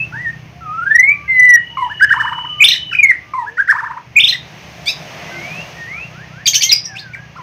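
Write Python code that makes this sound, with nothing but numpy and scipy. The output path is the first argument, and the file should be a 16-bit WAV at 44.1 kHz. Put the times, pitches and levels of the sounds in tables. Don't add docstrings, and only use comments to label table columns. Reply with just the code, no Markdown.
import sys
import numpy as np
from scipy import signal
from scipy.fft import rfft, irfft, next_fast_len
from scipy.io import wavfile
from scipy.ndimage import uniform_filter1d

SR = 44100
rng = np.random.default_rng(int(sys.argv[2]) if len(sys.argv) > 2 else 0)


def waveform_to_disk(signal):
    frames = np.transpose(np.atleast_2d(signal))
    scaled = np.clip(frames, -1, 1) * 32767
    samples = np.round(scaled).astype(np.int16)
    wavfile.write(sys.argv[1], SR, samples)


N = 327222
TIME = np.arange(N) / SR
PROGRESS = np.linspace(0, 1, 41)


def gain_of(db):
    return 10 ** (np.asarray(db) / 20)


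def unit_rms(x):
    return x / np.sqrt(np.mean(x ** 2) + 1e-20)


def value_at(spectrum, hz):
    f, value = np.transpose(spectrum)
    return np.interp(np.log(hz + 1), np.log(f + 1), value)


def follow(rows, t=None):
    s, *columns = np.transpose(rows)
    t = np.arange(s[0], max(s[-1], s[0] + .005), 1 / SR) if t is None else t
    return [t] + [np.interp(t, s, c) for c in columns]


def add(mix, s, sound):
    part = mix[max(round(s * SR), 0):][:len(sound)]
    part += sound[:len(part)]


def wander(size, hz):
    length = next_fast_len(size + SR // 4)
    f = np.fft.rfftfreq(length, 1 / SR)
    return unit_rms(irfft(rfft(rng.standard_normal(length)) / (1 + (f / hz) ** 4), length))[:size]


def faded(x, edge_s=0.0016):
    t = np.arange(len(x)) / SR
    return x * np.sin(np.pi / 2 * np.clip(np.minimum(t, t[-1] - t) / edge_s, 0, 1)) ** 2


def filtered(x, spectrum):
    length = next_fast_len(len(x) + 2048)
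    response = gain_of(value_at(spectrum, np.fft.rfftfreq(length, 1 / SR)))
    return irfft(rfft(x, length) * response, length)[:len(x)]


def noise(size, spectrum):
    return unit_rms(filtered(rng.standard_normal(size), spectrum))


def phase_of(hz, jitter):
    hz = uniform_filter1d(hz, size=130) * (1 + jitter * wander(len(hz), hz=210))
    return 2 * np.pi * np.cumsum(hz) / SR


def partials(phase, hz, multiples, spectrum):
    return sum(gain_of(value_at(spectrum, k * hz)) * (k * hz < SR / 2) * np.sin(k * phase)
               for k in multiples)


# frequency in Hz, level in dB.
CLEAN_SPECTRUM = [(1700, -16), (2300, -15.5), (2900, -34.5), (4500, -46.5), (6000, -60), (8300, -42.5),
                  (10500, -54), (13500, -49.5)]
GROWL_SPECTRUM = [(1500, -32), (2000, -18.5), (3000, -45), (5000, -11.5), (6200, -21), (8000, -19.5),
                  (11000, -44), (14000, -32)]
BREATH_SPECTRUM = [(1200, -36), (2200, -10), (3500, -1.5), (6300, -7.5), (8000, 3), (11000, -17.5),
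                   (14000, -10), (15300, -24)]

def syrinx(rows, rough, attack_s=0.0038):
    t, hz, db = follow(rows)
    phase = phase_of(hz, jitter=0.0026 + .025 * rough)
    scrape_hz = hz * .09 * rough ** 6 * wander(len(t), hz=500)
    phase += 2 * np.pi * np.cumsum(scrape_hz) / SR
    overtones = partials(phase, hz, (2, 4, 6), CLEAN_SPECTRUM)
    growl = partials(phase, hz, (.5, 1.5, 2, 2.5, 3, 3.5, 4), GROWL_SPECTRUM)
    breath = gain_of(-25 + 3.9 * wander(len(t), hz=120)) * noise(len(t), BREATH_SPECTRUM)
    tone = np.sin(phase) + overtones + rough ** 2 * growl + rough * breath
    shimmer_db = (1.16 + 3 * rough ** 2) * wander(len(t), hz=90)
    attack = np.minimum((t - t[0]) / attack_s, 1)
    return t[0], faded(tone * gain_of(db + shimmer_db) * attack)


def glide(s, length, start_hz, middle_hz, end_hz, db, swell_db, edge_db=-5):
    hz = np.polyval(np.polyfit([0, .5, 1], [start_hz, middle_hz, end_hz], 2), PROGRESS)
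    level = db + swell_db * (PROGRESS - .5) + edge_db * np.abs(2 * PROGRESS - 1) ** 3
    return np.c_[s + length * PROGRESS, hz, level]


# start and length in seconds, first, middle and last pitch in Hz,
# level and swell in dB, roughness from 0 to 1.
CHIRP_NOTES = [(0, 0.054, 2577, 2620, 2730, -16, -13, 0.08), (0.122, .135, 1344, 1876, 1960, -23, 0, 0.2),
               (0.244, .06, 1997, 1820, 1870, -14, 1, 0.1),
               (2.717, 0.032, 1862, 2020, 1680, -20.5, -12, 0.8),
               (2.747, .018, 1790, 2040, 1980, -18, 4, 0.9), (2.911, 0.037, 2076, 1330, 2146, -23, 6, 0.6),
               (2.926, 0.013, 2790, 2600, 2470, -13, -4, 0.4),
               (2.949, .013, 2230, 2517, 2460, -6.5, -10, 0.2),
               (2.985, 0.023, 2510, 2407, 2430, -2, -1, 0.05), (3.027, .037, 2303, 2185, 2080, 0, -1, 0.08),
               (3.082, .038, 2174, 2067, 1838, -2.5, 7.5, 0.1),
               (4.322, 0.016, 2110, 1956, 2020, -20, 6, 0.8),
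               (4.343, 0.0156, 2060, 2007, 1850, -17.5, 1, 0.5),
               (6.689, .028, 4360, 3980, 3330, -9.5, -3, 0.81),
               (6.712, 0.028, 2856, 2465, 2550, -14.5, -4, 0.97),
               (6.713, .013, 5630, 5550, 5200, -8, 6, 0.67), (6.722, .018, 4896, 4900, 5130, 0, -2, 0.53),
               (6.839, 0.03, 5150, 5690, 4590, -25, 9, 0.74),
               (6.95, 0.057, 2366, 3090, 5230, -27.5, 0, 0.88),
               (7.133, 0.021, 1990, 2350, 1630, -21.5, 1.5, 0.4),
               (7.354, 0.036, 725, 1396, 960, -32, -9, 0.53), (7.381, 0.039, 1127, 1004, 970, -32, -3, 0.3)]

def chirps():
    return [syrinx(glide(*row), rough) for *row, rough in CHIRP_NOTES]


# time in seconds, firings per second, level in dB.
ENGINE_CURVE = [(0, 30.7, -35), (.45, 31, -36), (.9, 32.6, -45.5), (1.6, 33.2, -45.5), (2.4, 33.2, -47.5),
                (2.9, 29, -43.5), (3.5, 24, -58.5), (4.2, 25, -41), (5.1, 30, -47), (5.8, 27, -42.5),
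                (6.2, 32, -36.5), (6.7, 29.6, -42.5), (7.42, 30.7, -40)]
# frequency in Hz, relative level in dB, time to fall 60 dB in seconds.
EXHAUST_MODES = [(150.6, 5, 0.07), (160, -5, 0.15), (128.8, 0, 0.12)]

def engine(uneven_db=2.3, attack_s=0.0053):
    _, rate, db = follow(ENGINE_CURVE, TIME)
    firings = np.diff(np.floor(np.cumsum(rate) / SR + .85), prepend=0)
    firings *= gain_of(-uneven_db * rng.standard_normal(N))
    t = np.arange(SR // 8) / SR
    thump = sum(gain_of(d - 60 * t / t60) * np.sin(2 * np.pi * hz * t) for hz, d, t60 in EXHAUST_MODES)
    thump *= 1 - np.exp(-t / attack_s)
    return gain_of(db) * unit_rms(signal.oaconvolve(firings, thump)[:N])


def wash(spectrum, levels):
    return noise(N, spectrum) * gain_of(follow(levels, TIME)[1] + .5 * wander(N, hz=2.3))


# frequency in Hz, relative density in dB.
RUMBLE_SPECTRUM = [(25, -33.5), (50, -18.5), (64, -9), (74, 9), (86, -16), (112, 6), (170, -8),
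                   (240, -12.5), (300, -9.5), (420, -17.5), (600, -40.5), (1000, -39.5)]
TRAFFIC_SPECTRUM = [(200, -22), (330, -8.5), (530, -3.5), (700, -1.5), (850, -4.5), (1100, -4.5),
                    (1400, -8.5), (2000, -3), (2750, -4.5), (3800, -16.5), (6300, -16), (8000, -34),
                    (15000, -38)]
# time in seconds, level in dB.
RUMBLE_LEVELS = [(0, -39.5), (1, -41.5), (3.201, -42), (3.7, -49), (4.3, -43), (7.42, -46)]
TRAFFIC_LEVELS = [(0, -42), (.5, -44.5), (1, -45.5), (2.499, -45.5), (3.299, -45), (4.1, -46), (4.5, -39),
                  (4.8, -39), (5.2, -32.5), (5.6, -35), (5.9, -38), (6.3, -41), (6.898, -44), (7.42, -43)]

def traffic():
    return wash(RUMBLE_SPECTRUM, RUMBLE_LEVELS) + wash(TRAFFIC_SPECTRUM, TRAFFIC_LEVELS)


# delay in seconds, gain in dB.
REFLECTIONS = [(.0031, -25), (.0172, -14.5), (.0305, -20), (.043, -26.5)]

def wall_echoes(shama):
    echoes = np.zeros(N)
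    for delay, db in REFLECTIONS:
        add(echoes, delay, gain_of(db) * shama)
    return echoes


# frequency in Hz, gain in dB.
YARD_RETURN = [(1000, -9.5), (2000, -13.5), (3200, -10.5), (6000, -3.5), (12000, 3.5)]
# frequency in Hz, time to fall 60 dB in seconds.
YARD_DECAY = [(500, 0.31), (1200, 0.29), (2500, 0.33), (5000, 0.26), (9000, 0.12), (15000, 0.14)]

def yard_reverb(shama, far_birds, onset_s=0.0032, reflections_per_s=2500):
    taps = rng.choice([-1., 1.], SR) * (rng.random(SR) < reflections_per_s / SR)
    hz, t, bands = signal.stft(taps, SR, nperseg=256)
    houses = gain_of(-21.5 - 60 * t / 0.27)
    decay = gain_of(-60 * t / value_at(YARD_DECAY, hz)[:, None]) + houses
    response = signal.istft(bands * decay * np.minimum(t / onset_s, 1), SR, nperseg=256)[1]
    incident = filtered(shama, YARD_RETURN) + gain_of(-8.5) * far_birds
    return signal.fftconvolve(incident, response / np.linalg.norm(response))[:N]


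def far_tone(rows, jitter, shimmer_db):
    t, hz, db = follow(rows)
    tone = np.sin(phase_of(hz, jitter))
    return t[0], faded(tone * gain_of(db + shimmer_db * wander(len(t), hz=88)), edge_s=0.0014)


# start and length in seconds, first, middle and last
# pitch in Hz, level and swell in dB.
FAR_CALLS = [(0.134, 0.036, 884, 914, 920, -32.5, 7), (0.529, .19, 697, 726, 760, -42.5, -3),
             (1, 0.12, 808, 807, 783, -46, -2.5), (1.08, 0.21, 1165, 1160, 1188, -35.5, 0),
             (1.248, .091, 1593, 1614, 1610, -42, -5), (1.7, 0.064, 946, 924, 960, -38, 6),
             (2.465, 0.19, 1248, 1210, 1198, -35, 7), (3.2, 0.26, 1158, 1207, 1243, -43.5, 9),
             (3.45, 0.13, 404, 460, 487, -46.5, 3), (4.218, 0.11, 294, 299, 304, -48, -7),
             (5.273, 0.36, 1994, 2260, 2853, -28, 7), (5.31, 0.095, 1550, 1530, 1470, -33.5, 0),
             (5.322, 0.1, 353, 346, 340, -38, 3), (5.75, 0.12, 1898, 1857, 1835, -30.5, 7),
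             (5.868, 0.19, 1860, 2340, 2800, -25, 0), (5.923, 0.08, 1220, 1320, 1420, -37, 0),
             (6.104, .145, 1198, 1460, 1940, -38.5, 16), (6.296, 0.13, 1258, 1460, 1872, -38.5, 15),
             (6.504, 0.11, 1979, 1647, 2040, -36, 12), (6.621, 0.13, 1991, 2143, 2182, -23.5, 12),
             (6.862, 0.094, 1836, 1727, 1520, -34, 5), (6.893, .096, 760, 772, 770, -42, 3),
             (6.999, 0.17, 1770, 1510, 1474, -36.5, -6), (7.155, 0.12, 1553, 1660, 1625, -37.5, -13)]

def far_whistles():
    return [far_tone(glide(*row), jitter=0.0021, shimmer_db=0.4) for row in FAR_CALLS]


def throb(rows, crest_s, rate_hz, dip_db, bend_hz, spread_s, sharpness):
    t, hz, db = follow(rows)
    cycle = 2 * np.pi * rate_hz * (t - crest_s)
    depth = np.exp(-((t - crest_s) / spread_s) ** 2)
    hz += bend_hz * depth * np.cos(cycle + .9)
    db += dip_db * depth * np.abs(np.sin(cycle / 2)) ** sharpness
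    return np.c_[t, hz, db]


# time in seconds, pitch in Hz, level in dB.
CLIMB_CURVE = [(.607, 1380, -34), (.69, 1215, -22), (.76, 1304, -16.5), (.83, 1391, -12.5), (.88, 1611, -9),
               (.955, 1866, 3), (1.01, 2023, 2.5), (1.07, 2213, -6.5), (1.118, 2330, -1),
               (1.135, 2525, -21.5)]
SINK_CURVE = [(1.277, 2076, -20), (1.303, 2090, -9), (1.355, 2034, -7), (1.398, 1996, 0),
              (1.452, 1996, 1.5), (1.5, 1976, .5), (1.561, 1897, 1.5), (1.574, 1790, -12.5)]

def long_whistles():
    climb = throb(CLIMB_CURVE, crest_s=.917, rate_hz=23.6, dip_db=-15.5,
                  bend_hz=45, spread_s=0.18, sharpness=2.44)
    sink = throb(SINK_CURVE, crest_s=1.444, rate_hz=19.5, dip_db=-6,
                 bend_hz=-10.5, spread_s=0.082, sharpness=5)
    return syrinx(climb, rough=0.018), syrinx(sink, rough=0.01)


# time in seconds, pitch in Hz, level in dB.
FAR_NOTE_CURVE = [(1.2, 2510, -52.5), (1.38, 2860, -43.5), (1.5, 2914, -37), (1.9, 2932, -30),
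                  (2.2, 2942, -28.5), (2.5, 2974, -25.5), (2.85, 3008, -28), (3, 2917, -29)]

def far_long_note():
    return far_tone(FAR_NOTE_CURVE, jitter=0.011, shimmer_db=3.0)


# start in seconds, pitch in Hz, level in dB.
SLUR_NOTES = [(1.77, 1088, -14.5), (3.335, 1072, -16.5)]
# time from its start in seconds, pitch ratio, relative level in dB.
SLUR_CURVE = [(0, 1.12, 6.5), (.01, .93, -2.5), (0.036, 1.01, -2), (0.058, .9, 3), (0.082, .89, -1),
              (0.11, .77, -11.5), (0.122, 1.12, -20), (.136, 1.53, -9), (0.152, 1.6, -2),
              (0.166, 1.7, -12.5)]

def slurs():
    for s, hz, db in SLUR_NOTES:
        yield syrinx(np.array(SLUR_CURVE) * [1, hz, 1] + [s, 0, db], rough=0.19)


# start and length in seconds, first and last pitch in Hz, level in dB.
YELP_NOTES = [(2.008, 0.041, 1428, 1758, 2.5), (2.102, .028, 1375, 1864, -0.5),
              (3.58, .033, 1353, 1716, -3.5), (3.684, .031, 1357, 1904, 0)]
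# time from the scoop's start in seconds, pitch in Hz, relative level in dB.
FLICK_CURVE = [(-.012, 1586, -24), (-.005, 1850, -14.5), (.002, 1990, -15)]

def yelps(bend=0.784, crest_share=0.71):
    for s, length, start_hz, end_hz, db in YELP_NOTES:
        yield syrinx(np.array(FLICK_CURVE) + [s, 0, db], rough=0.31)
        hz = start_hz + (end_hz - start_hz) * PROGRESS ** bend
        level = db + np.interp(PROGRESS, [0, crest_share, 1], [-10, 0, -6.5])
        yield syrinx(np.c_[s + length * PROGRESS, hz, level], rough=0.15)


# time of the top in seconds, levels of the fall and of the rise in dB,
# length of the rise in seconds.
SWOOP_NOTES = [(2.131, -4.5, -13.5, 0.045), (2.213, -7.5, -9, 0.014), (2.284, -13.5, -11.5, 0.014),
               (2.346, -26, -15.5, 0.0073), (2.409, -37, -19, .013), (3.716, -3.5, -14, 0.033),
               (3.798, -11.5, -12.5, 0.014), (3.871, -18, -14.5, 0.013), (3.934, -30, -18.5, 0.012)]

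def swoops(top_hz=1828, knee_hz=975.6, low_hz=849, turn_s=.041):
    for s, fall_db, rise_db, rise_s in SWOOP_NOTES:
        fall = [(s - .017, top_hz * .87, fall_db - 4),
                (s, top_hz, fall_db),
                (s + .014, knee_hz, fall_db - 10),
                (s + .017, low_hz, rise_db - 25.5)]
        rise = [(s + turn_s, knee_hz * .98, rise_db),
                (s + turn_s + rise_s / 2, knee_hz * 1.32, rise_db - 8),
                (s + turn_s + rise_s, top_hz * 1.1, rise_db - 16)]
        yield syrinx(fall + rise, rough=0.25)


# start in seconds, length ratio, level in dB.
PIPE_NOTES = [(2.596, .88, 3), (4.154, 0.94, 2.5)]
# time in seconds before stretching, pitch in Hz, relative level in dB.
PIPE_CURVE = [(0, 2095, -32), (.008, 2203, -15), (.014, 2472, -3), (.021, 2518, 0), (.034, 2220, -2.5),
              (.04, 2413, -3), (0.045, 2730, -12)]

def pipes():
    for s, stretch, db in PIPE_NOTES:
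        yield syrinx(np.array(PIPE_CURVE) * [stretch, 1, 1] + [s, 0, db], rough=0.088)


# start and length in seconds, top pitch in Hz, level in dB, roughness from 0 to 1.
SQUEAL_NOTES = [(2.632, .034, 3644, 1, 0.48), (2.667, .043, 4000, -8, 0.91), (2.706, .042, 4016, -5, 0.73),
                (4.191, .033, 3586, -3.5, 0.35), (4.225, .041, 3710, -3.5, 0.34),
                (4.267, .049, 4065, -6.5, 0.73), (4.315, .028, 3740, -13, .6)]
# frequency in Hz, gain in dB.
BEAK_RESPONSE = [(4200, -0.5), (4450, -12), (5000, 3), (6300, 4), (6900, -16), (8000, 0), (11000, -2),
                 (14300, 5), (15200, -9)]

def squeals(base_hz=2199, skew=1.25, edge_db=-11, tilt_db=-9):
    arch = np.abs(np.sin(np.pi * PROGRESS ** skew)) ** .9
    for s, length, top_hz, db, rough in SQUEAL_NOTES:
        hz = base_hz + (top_hz - base_hz) * arch
        level = db + edge_db * (1 - arch) + tilt_db * (PROGRESS - .5)
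        start, sound = syrinx(np.c_[s + length * PROGRESS, hz, level], rough)
        yield start, faded(filtered(sound, BEAK_RESPONSE))


# frequency in Hz, relative density in dB.
VEHICLE_SPECTRUM = [(90, -13), (160, 13), (240, -3), (520, -7), (620, 4.5), (720, 6), (830, -16),
                    (2500, -6.5), (4000, -12), (6400, -12.5), (10500, -23), (13000, -20), (15500, -24.5)]
# time in seconds, level in dB.
VEHICLE_LEVELS = [(0, -63.5), (1, -66), (4.1, -58), (4.5, -44), (4.9, -36.5), (5.2, -35), (5.55, -33.5),
                  (5.9, -41), (6.399, -51), (7.42, -66)]

def passing_vehicle():
    return wash(VEHICLE_SPECTRUM, VEHICLE_LEVELS)


# time in seconds, fundamental in Hz, level in dB.
CHACK_CURVE = [(4.857, 1066, -36), (4.871, 1140, -19.5), (4.882, 1196, -10), (4.893, 1272, -12.5),
               (4.902, 1322, -15.5), (4.912, 1330, -25)]
# harmonic number, relative level in dB.
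CHACK_HARMONICS = [(2, -2.5), (3, -1.5), (4, -4), (5, -16.5), (6, -28), (7, -37), (9, -27), (11, -29)]

def chack(breath_db=-20, scratch_db=-28, scratch_s=0.013):
    t, hz, db = follow(CHACK_CURVE)
    phase = phase_of(hz, jitter=0.012)
    stack = sum(gain_of(d) * np.sin(round(k) * phase) for k, d in CHACK_HARMONICS)
    scratch = gain_of(scratch_db) * np.exp((t[0] - t) / scratch_s)
    breath = noise(len(t), BREATH_SPECTRUM) * (gain_of(db + breath_db) + scratch)
    return t[0], faded(gain_of(db) * stack + breath)


# start in seconds, level in dB, length ratio, pitch ratio.
RASP_NOTES = [(6.457, -5, 1, 1.02), (6.533, -6.5, 1.08, 0.97), (6.609, -7, 1.2, 1)]
# time in seconds, pitch in Hz, level in dB, flutter depth
# as a share of the pitch, relative level of the octave in dB.
RASP_CURVE = [(0, 2285, -10, .01, 3), (.004, 2335, -12.5, 0.013, 6.5), (.009, 2273, -11.5, 0.022, 9),
              (.012, 4434, 3.5, .25, -24), (.016, 3064, -8, .22, 2.5), (.022, 3100, -2.5, .08, 4.5),
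              (.031, 3168, -4.5, 0.05, 3.5), (.04, 3234, -15.5, 0.043, -10.5), (.06, 3210, -22, .06, 1)]

def rasps(flutter_hz=430, breath_db=-16):
    for s, level_db, stretch, pitch in RASP_NOTES:
        t, hz, db, depth, octave_db = follow(np.array(RASP_CURVE) * [stretch, pitch, 1, 1, 1])
        flutter_rate = flutter_hz * (1 + .25 * wander(len(t), hz=210))
        flutter = np.sin(2 * np.pi * np.cumsum(flutter_rate) / SR)
        flutter += .35 * wander(len(t), hz=900)
        phase = 2 * np.pi * np.cumsum(hz * (1 + depth * flutter)) / SR
        tone = np.sin(phase) + gain_of(octave_db) * np.sin(2 * phase)
        tone += gain_of(-25) * np.sin(3 * phase) + gain_of(-13.5) * np.sin(4 * phase)
        tone += gain_of(breath_db) * noise(len(t), BREATH_SPECTRUM)
        yield s, faded(tone * gain_of(level_db + db))


def scene():
    shama, far_birds = np.zeros((2, N))
    for s, sound in [*long_whistles(), *slurs(), *yelps(), *swoops(), *pipes(), *squeals(),
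                     *chirps(), *rasps(), chack()]:
        add(shama, s, sound)
    for s, sound in [*far_whistles(), far_long_note()]:
        add(far_birds, s, sound)
    birds = shama + wall_echoes(shama) + far_birds + yard_reverb(shama, far_birds)
    street = traffic() + passing_vehicle() + engine()
    return (birds + street)[None]


# frequency in Hz, gain in dB.
MICROPHONE_RESPONSE = [(6500, -0.5), (7200, -11), (15000, -5)]

def record(dry, ceiling_db=-1.05, cutoff_hz=15650):
    heard = filtered(dry[0], MICROPHONE_RESPONSE)
    clipped = heard / (1 + np.abs(heard / gain_of(ceiling_db)) ** 40) ** (1 / 40)
    low_pass = signal.firwin(511, cutoff_hz, window=("kaiser", 9), fs=SR)
    return signal.oaconvolve(clipped, low_pass, "same")[None]


dry = scene()
out = record(dry)
waveform_to_disk(out)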